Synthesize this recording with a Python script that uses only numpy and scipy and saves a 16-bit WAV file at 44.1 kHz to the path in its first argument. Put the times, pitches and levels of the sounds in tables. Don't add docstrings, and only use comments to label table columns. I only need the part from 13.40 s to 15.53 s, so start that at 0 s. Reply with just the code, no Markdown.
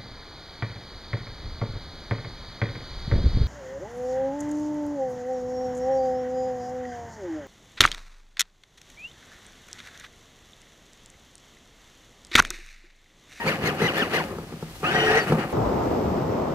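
import sys
import numpy as np
from scipy import signal
from scipy.fft import rfft, irfft
from scipy.io import wavfile

SR = 44100
rng = np.random.default_rng(int(sys.argv[2]) if len(sys.argv) > 2 else 0)


def to_wav(s):
    ch = np.atleast_2d(s).T
    pcm = np.round(np.clip(ch, -1, 1) * 32767)
    wavfile.write(sys.argv[1], SR, pcm.astype(np.int16))


N = 93800
T = np.arange(N) / SR
FREQS = np.maximum(np.fft.rfftfreq(N, 1 / SR), 1)

# start/s, at speed/s, release/s, top tooth rate/Hz, level/dB, slowing/s, pinion whine/dB
POWER_JABS = [(.045, .080, 0.089, 2328, -24, 0.07, 0), (.205, .258, 0.28, 2148, -26.5, .056, 1.5),
              (.365, .420, 0.47, 2044, -26, 0.069, 2), (0.527, .570, .611, 1799, -25, .075, -0.5),
              (0.699, .745, 0.77, 2052, -23.5, 0.054, 0)]


def from_db(db):
    return 10 ** (np.asarray(db) / 20)


def rms_one(x):
    return x / np.sqrt(np.mean(x ** 2) + 1e-20)


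def in_time(rows):
    times, *columns = np.transpose(rows)
    return [np.interp(T, times, c) for c in columns]


def at_hz(rows, hz):
    freqs, *columns = np.transpose(rows)
    return [np.interp(np.log(hz), np.log(freqs), c) for c in columns]


def drift(rate_hz):
    return rms_one(irfft(rfft(rng.standard_normal(N)) / (1 + (FREQS / rate_hz) ** 2), N))


def colour(x, spectrum):
    return rms_one(irfft(rfft(x) * from_db(at_hz(spectrum, FREQS)[0]), N))


def microphones(direct, scattered=None):
    image = [(60, 0.89, 1.5), (200, 1, 1), (500, 0.93, 1.4), (1000, 0.79, 0.5), (1770, 0.31, 5),
             (3280, 0.2, 1.5), (4870, .2, -5), (7500, .15, -2.5), (13000, 0.14, 5)]
    phase = [(200, 0), (500, -.1), (1000, -.5), (1800, -1.3), (3300, -2.8), (5000, -1.5), (13000, -1.5)]
    (alike, pan_db), (lead,) = at_hz(image, FREQS), at_hz(phase, FREQS)
    alike, sides = np.clip(alike, 0, 1), np.array([[1], [-1]])
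    pair = rfft(direct)
    if scattered is not None:
        pair = np.sqrt((1 + alike) / 2) * pair + sides * np.sqrt((1 - alike) / 2) * rfft(scattered)
    gains = from_db(sides * pan_db / 2)
    gains /= np.sqrt(np.mean(gains ** 2, axis=0))
    return irfft(pair * gains * np.exp(.5j * sides * lead), N)


def air():
    air_spectrum = [(22, -32), (45, 3), (150, -6.5), (500, -16), (1500, -17.5), (4000, -21.5), (16000, -38)]
    air_level = [(0, -48), (.85, -49), (1.25, -44), (2.13, -51)]
    hiss_spectrum = [(20, -30), (3000, 2), (6000, -1.5), (9000, -3.5), (12000, -2.5), (16000, -10)]
    hiss_level = [(0, -52), (.45, -52.5), (.85, -50), (1.05, -56), (1.27, -54), (1.35, -48.5), (1.6, -48.5),
                  (1.9, -46.5), (2.02, -58.5), (2.13, -45.5)]
    low = colour(rng.standard_normal((2, N)), air_spectrum) * from_db(in_time(air_level)[0])
    hiss = colour(rng.standard_normal((2, N)), hiss_spectrum)
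    flicker_db = 1.5 * drift(25)
    return microphones(*(low + hiss * from_db(in_time(hiss_level)[0] + flicker_db)))


def shell(x):
    resonances = [(153, 20, 0), (227, 35, 1), (446, 10, -1.5), (539, 43, 5.5), (752, 64, 4.5),
                  (1220, 54, 4), (1770, 210, 2), (2530, 85, 4.5), (2877, 60, 7), (4440, 500, 5.5),
                  (6200, 330, 3)]
    response = 1 + sum((from_db(db) - 1) / (1 + 1j * (FREQS ** 2 - hz ** 2) / (FREQS * width))
                       for hz, width, db in resonances)
    return irfft(rfft(x) * response, N)


def wheels():
    rolling = [(0, -47.5), (.05, -32.5), (.09, -32.5), (.18, -35), (.22, -28.5), (.30, -28.5), (.37, -33),
               (.45, -28.5), (.52, -34), (.62, -29.5), (.70, -36), (.76, -29.5), (.90, -32.5),
               (1.02, -40.5), (1.20, -45), (1.40, -48.5), (1.46, -32.5), (1.78, -33.5), (1.86, -36.5),
               (1.91, -25.5), (1.99, -27.5), (2.12, -36)]
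    spectrum = [(22, -38), (42, -22), (80, -7), (120, -4.5), (160, 1), (205, 0), (270, -4), (400, -2),
                (600, -12), (1200, -14.5), (2200, -24), (5000, -43)]
    lumps = rng.standard_normal((2, N)) * from_db(2.35 * drift(40))
    rumble = colour(lumps, spectrum) * from_db(in_time(rolling)[0])
    return microphones(*shell(rumble))


def fizz():
    spectrum = [(2000, -30), (5000, -1), (9000, -2), (13000, 0), (16000, -8)]
    level_db, half_length_s = -46, 0.023
    swell = sum(np.exp(-((T - full - half_length_s / 2) / half_length_s) ** 2)
                for _, full, *_ in POWER_JABS)
    noise = colour(rng.standard_normal((2, N)), spectrum)
    return microphones(*(noise * swell * from_db(level_db + 2.9 * drift(200))))


def gear_squeals():
    glides = [(.476, 0.0198, 3000, 2730, -25.5), (1.791, .055, 4820, 4350, -37.5)]
    out = np.zeros(N)
    for start, length, start_hz, end_hz, db in glides:
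        progress = np.clip((T - start) / length, 0, 1)
        hz = (start_hz + (end_hz - start_hz) * progress) * (1 + .025 * drift(270))
        out += from_db(db) * np.sin(np.pi * progress) * np.sin(2 * np.pi * np.cumsum(hz) / SR)
    return out


def knocks():
    jolts = [(.066, -21.5, 2480), (.237, -25.5, 704), (0.4193, -17.5, 1502), (0.4244, -23, 1230),
             (0.44, -36, 400), (0.985, -29.5, 1990), (1.124, -32.5, 690), (1.137, -29.5, 200),
             (1.2256, -25, 600), (1.431, -24.5, 1500), (1.9215, -11, 1109), (1.933, -21.5, 200.2)]
    modes = [(88, -28, 0.12), (161, -1.5, 0.21), (235.4, -7, 0.12), (344, -6, 0.064), (462, 3.5, 0.032),
             (698, -15.5, 0.15), (883, -4.5, 0.048), (1054, -10, 0.025), (1340, -3, 0.028),
             (1684, -11, 0.046)]
    crack_db, crack_s = -6, 0.0095
    out = np.zeros(N)
    for start, db, bright_hz in jolts:
        onset = int(start * SR)
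        t = T[:min(N - onset, SR // 3)]
        ring = 0
        for k, (hz, mode_db, t60) in enumerate(modes):
            envelope = from_db(mode_db + rng.normal(0, 1) - 60 * t / t60)
            ring += (-1) ** (k // 2) * envelope * np.sin(2 * np.pi * hz * t)
        crack = from_db(crack_db) * rng.standard_normal(len(t)) * np.exp(-t / crack_s)
        contact = signal.butter(1, min(bright_hz, SR / 3), fs=SR)
        out[onset:onset + len(t)] += from_db(db) * signal.lfilter(*contact, ring + crack)
    low_cut = signal.butter(2, 87, "high", fs=SR, output="sos")
    return microphones(signal.sosfilt(low_cut, out))


def gearbox(tooth_hz, pinion_db, long_run):
    pinion_whine = [(1, -2.5, -3), (2, -6, -9), (3, -24.5, -21)]
    slow_whine = [(1, -5.5, -2), (2, -20, -17.5), (3, -33, -20)]
    housing = [(200, -12), (350, -4.5), (440, 0.5), (560, -6), (720, 1), (900, -1), (1050, -2.5),
               (1270, -2.5), (1450, 1), (1900, 3), (2350, -1), (2920, 9.5), (3400, -5), (3900, -9),
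               (4600, -4), (5600, 4), (9000, 2.5)]
    gear_ratio, pinion_teeth, eccentricity = 4.32, 12, 0.2
    speed_wobble, jitter_teeth, flutter_db = .008, .03, 3.5
    blow_spread_db, blow_decay_s = 4, 0.001
    hz = tooth_hz * (1 + speed_wobble * drift(40))
    teeth = np.cumsum(hz) / SR + rng.uniform(0, 100) + jitter_teeth * drift(250)
    whine = 0
    for ratio, harmonics, gear_db in ((1, pinion_whine, pinion_db), (gear_ratio, slow_whine, 0)):
        for k, jab_db, run_db in harmonics:
            wobble = 1 + eccentricity * np.sin(2 * np.pi * (teeth / ratio / pinion_teeth + rng.random()))
            db = gear_db + (run_db if long_run else jab_db)
            db = db + at_hz(housing, k * hz / ratio)[0] + flutter_db * drift(23)
            whine += from_db(db) * wobble * np.sin(2 * np.pi * k * teeth / ratio)
    slow_tooth = np.floor(teeth / gear_ratio)
    meshing = np.diff(slow_tooth, prepend=slow_tooth[0]) > 0
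    blows = meshing * from_db(blow_spread_db * np.clip(rng.standard_normal(N), -2, 2))
    return whine, signal.lfilter([1], [1, -np.exp(-1 / (blow_decay_s * SR))], blows)


def drive(tooth_rates, gain, pinion_db, rattle_spectrum, rattle_db, second_motor_db, long_run):
    (whine_a, blows_a), (whine_b, blows_b) = [gearbox(hz, pinion_db, long_run) for hz in tooth_rates]
    force = blows_a + blows_b + 0.62
    force /= np.sqrt(np.average(force ** 2, weights=gain ** 2))
    noise = rng.standard_normal((2, N)) * force
    rattle = colour(noise, rattle_spectrum) * noise.std() * from_db(rattle_db)
    left, right = microphones(gain * from_db(second_motor_db) * whine_b)
    right_lead_s = 0.000082
    second_whine = np.array([left, np.interp(T + right_lead_s, T, right)])
    return microphones(*shell(gain * rattle)) + microphones(gain * whine_a) + second_whine


def jab_motion():
    coast_s, creep_hz, loudness_power = 0.071, 516.4, 0.78
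    whine_power, spin_up_db, slack_s = 0.64, -8.5, 0.0077
    fade = np.exp(-np.maximum(T - .05, 0) / coast_s)
    tooth_hz, gain, pinion_db = 933.3 * fade, from_db(-33.5) * fade, np.zeros(N)
    for start, full, release, top_hz, db, slowing_s, whine_db in POWER_JABS:
        rising = np.interp(T, [start - coast_s, start, full], [0, creep_hz / top_hz, 1])
        speed_share = rising * np.exp(-np.maximum(T - release, 0) / slowing_s)
        slack = np.clip((full - T) / slack_s, 0, 1)
        singing_db = whine_db + whine_power * 20 * np.log10(speed_share + 1e-6) + spin_up_db * slack
        pinion_db = np.where(top_hz * speed_share > tooth_hz, singing_db, pinion_db)
        tooth_hz = np.maximum(tooth_hz, top_hz * speed_share)
        gain = np.maximum(gain, from_db(db) * speed_share ** loudness_power)
    return np.maximum(tooth_hz, 20), gain, pinion_db


def motors():
    jab_rattle = [(60, -39), (160, -2), (260, -5), (480, 0), (780, -5), (1000, -7), (1400, -3.5),
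                  (2000, -3.5), (2900, -8), (3600, -15.5), (5500, -21.5), (8000, -29), (12000, -26),
                  (16000, -40)]
    run_rattle = [(60, -10.5), (160, 5.5), (280, -4), (450, -4.5), (760, 3), (1020, -8), (1400, 0.5),
                  (2000, -2.5), (2900, -7.5), (3600, -17.5), (5500, -23), (8000, -27), (12000, -32.5),
                  (16000, -43)]
    run_speed = [(1.42, 1095, 1086), (1.45, 1268, 1243), (1.485, 1474, 1443), (1.515, 1763, 1553),
                 (1.555, 1899, 1574), (1.62, 1904, 1470), (1.66, 1878, 1555), (1.70, 1896, 1690),
                 (1.745, 1875, 1838), (1.785, 1927, 2049), (1.83, 1875, 1630), (1.90, 1311, 1189),
                 (2.02, 1404, 1354), (2.13, 911, 841)]
    run_effort = [(1.40, -73, -3), (1.425, -44, -6), (1.445, -28, 7), (1.50, -27, -2.5), (1.57, -25, -0.5),
                  (1.66, -24.5, -1.5), (1.74, -23, -2.5), (1.79, -22, -5), (1.815, -29.5, -6),
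                  (1.855, -33, -17), (1.89, -28, -26), (1.965, -43, -24), (1.995, -30, -11),
                  (2.03, -31, -10), (2.065, -40.5, -6), (2.13, -41, -9)]
    tooth_hz, jab_gain, jab_pinion_db = jab_motion()
    jabs = drive([tooth_hz, tooth_hz * 0.97], jab_gain, jab_pinion_db, jab_rattle,
                 rattle_db=-2.5, second_motor_db=-4, long_run=False)
    effort_db, run_pinion_db = in_time(run_effort)
    run = drive(in_time(run_speed), from_db(effort_db), run_pinion_db, run_rattle,
                rattle_db=0, second_motor_db=0.5, long_run=True)
    return jabs + run


def scene():
    return motors() + fizz() + gear_squeals() + wheels() + knocks() + air()


def record(dry):
    peak_limit, cutoff_hz = 0.5, 15700
    rounded = peak_limit * np.tanh(dry / peak_limit)
    return irfft(rfft(rounded) * np.clip((cutoff_hz - FREQS) / 200 + .5, 0, 1), N)


dry = scene()
out = record(dry)
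to_wav(out)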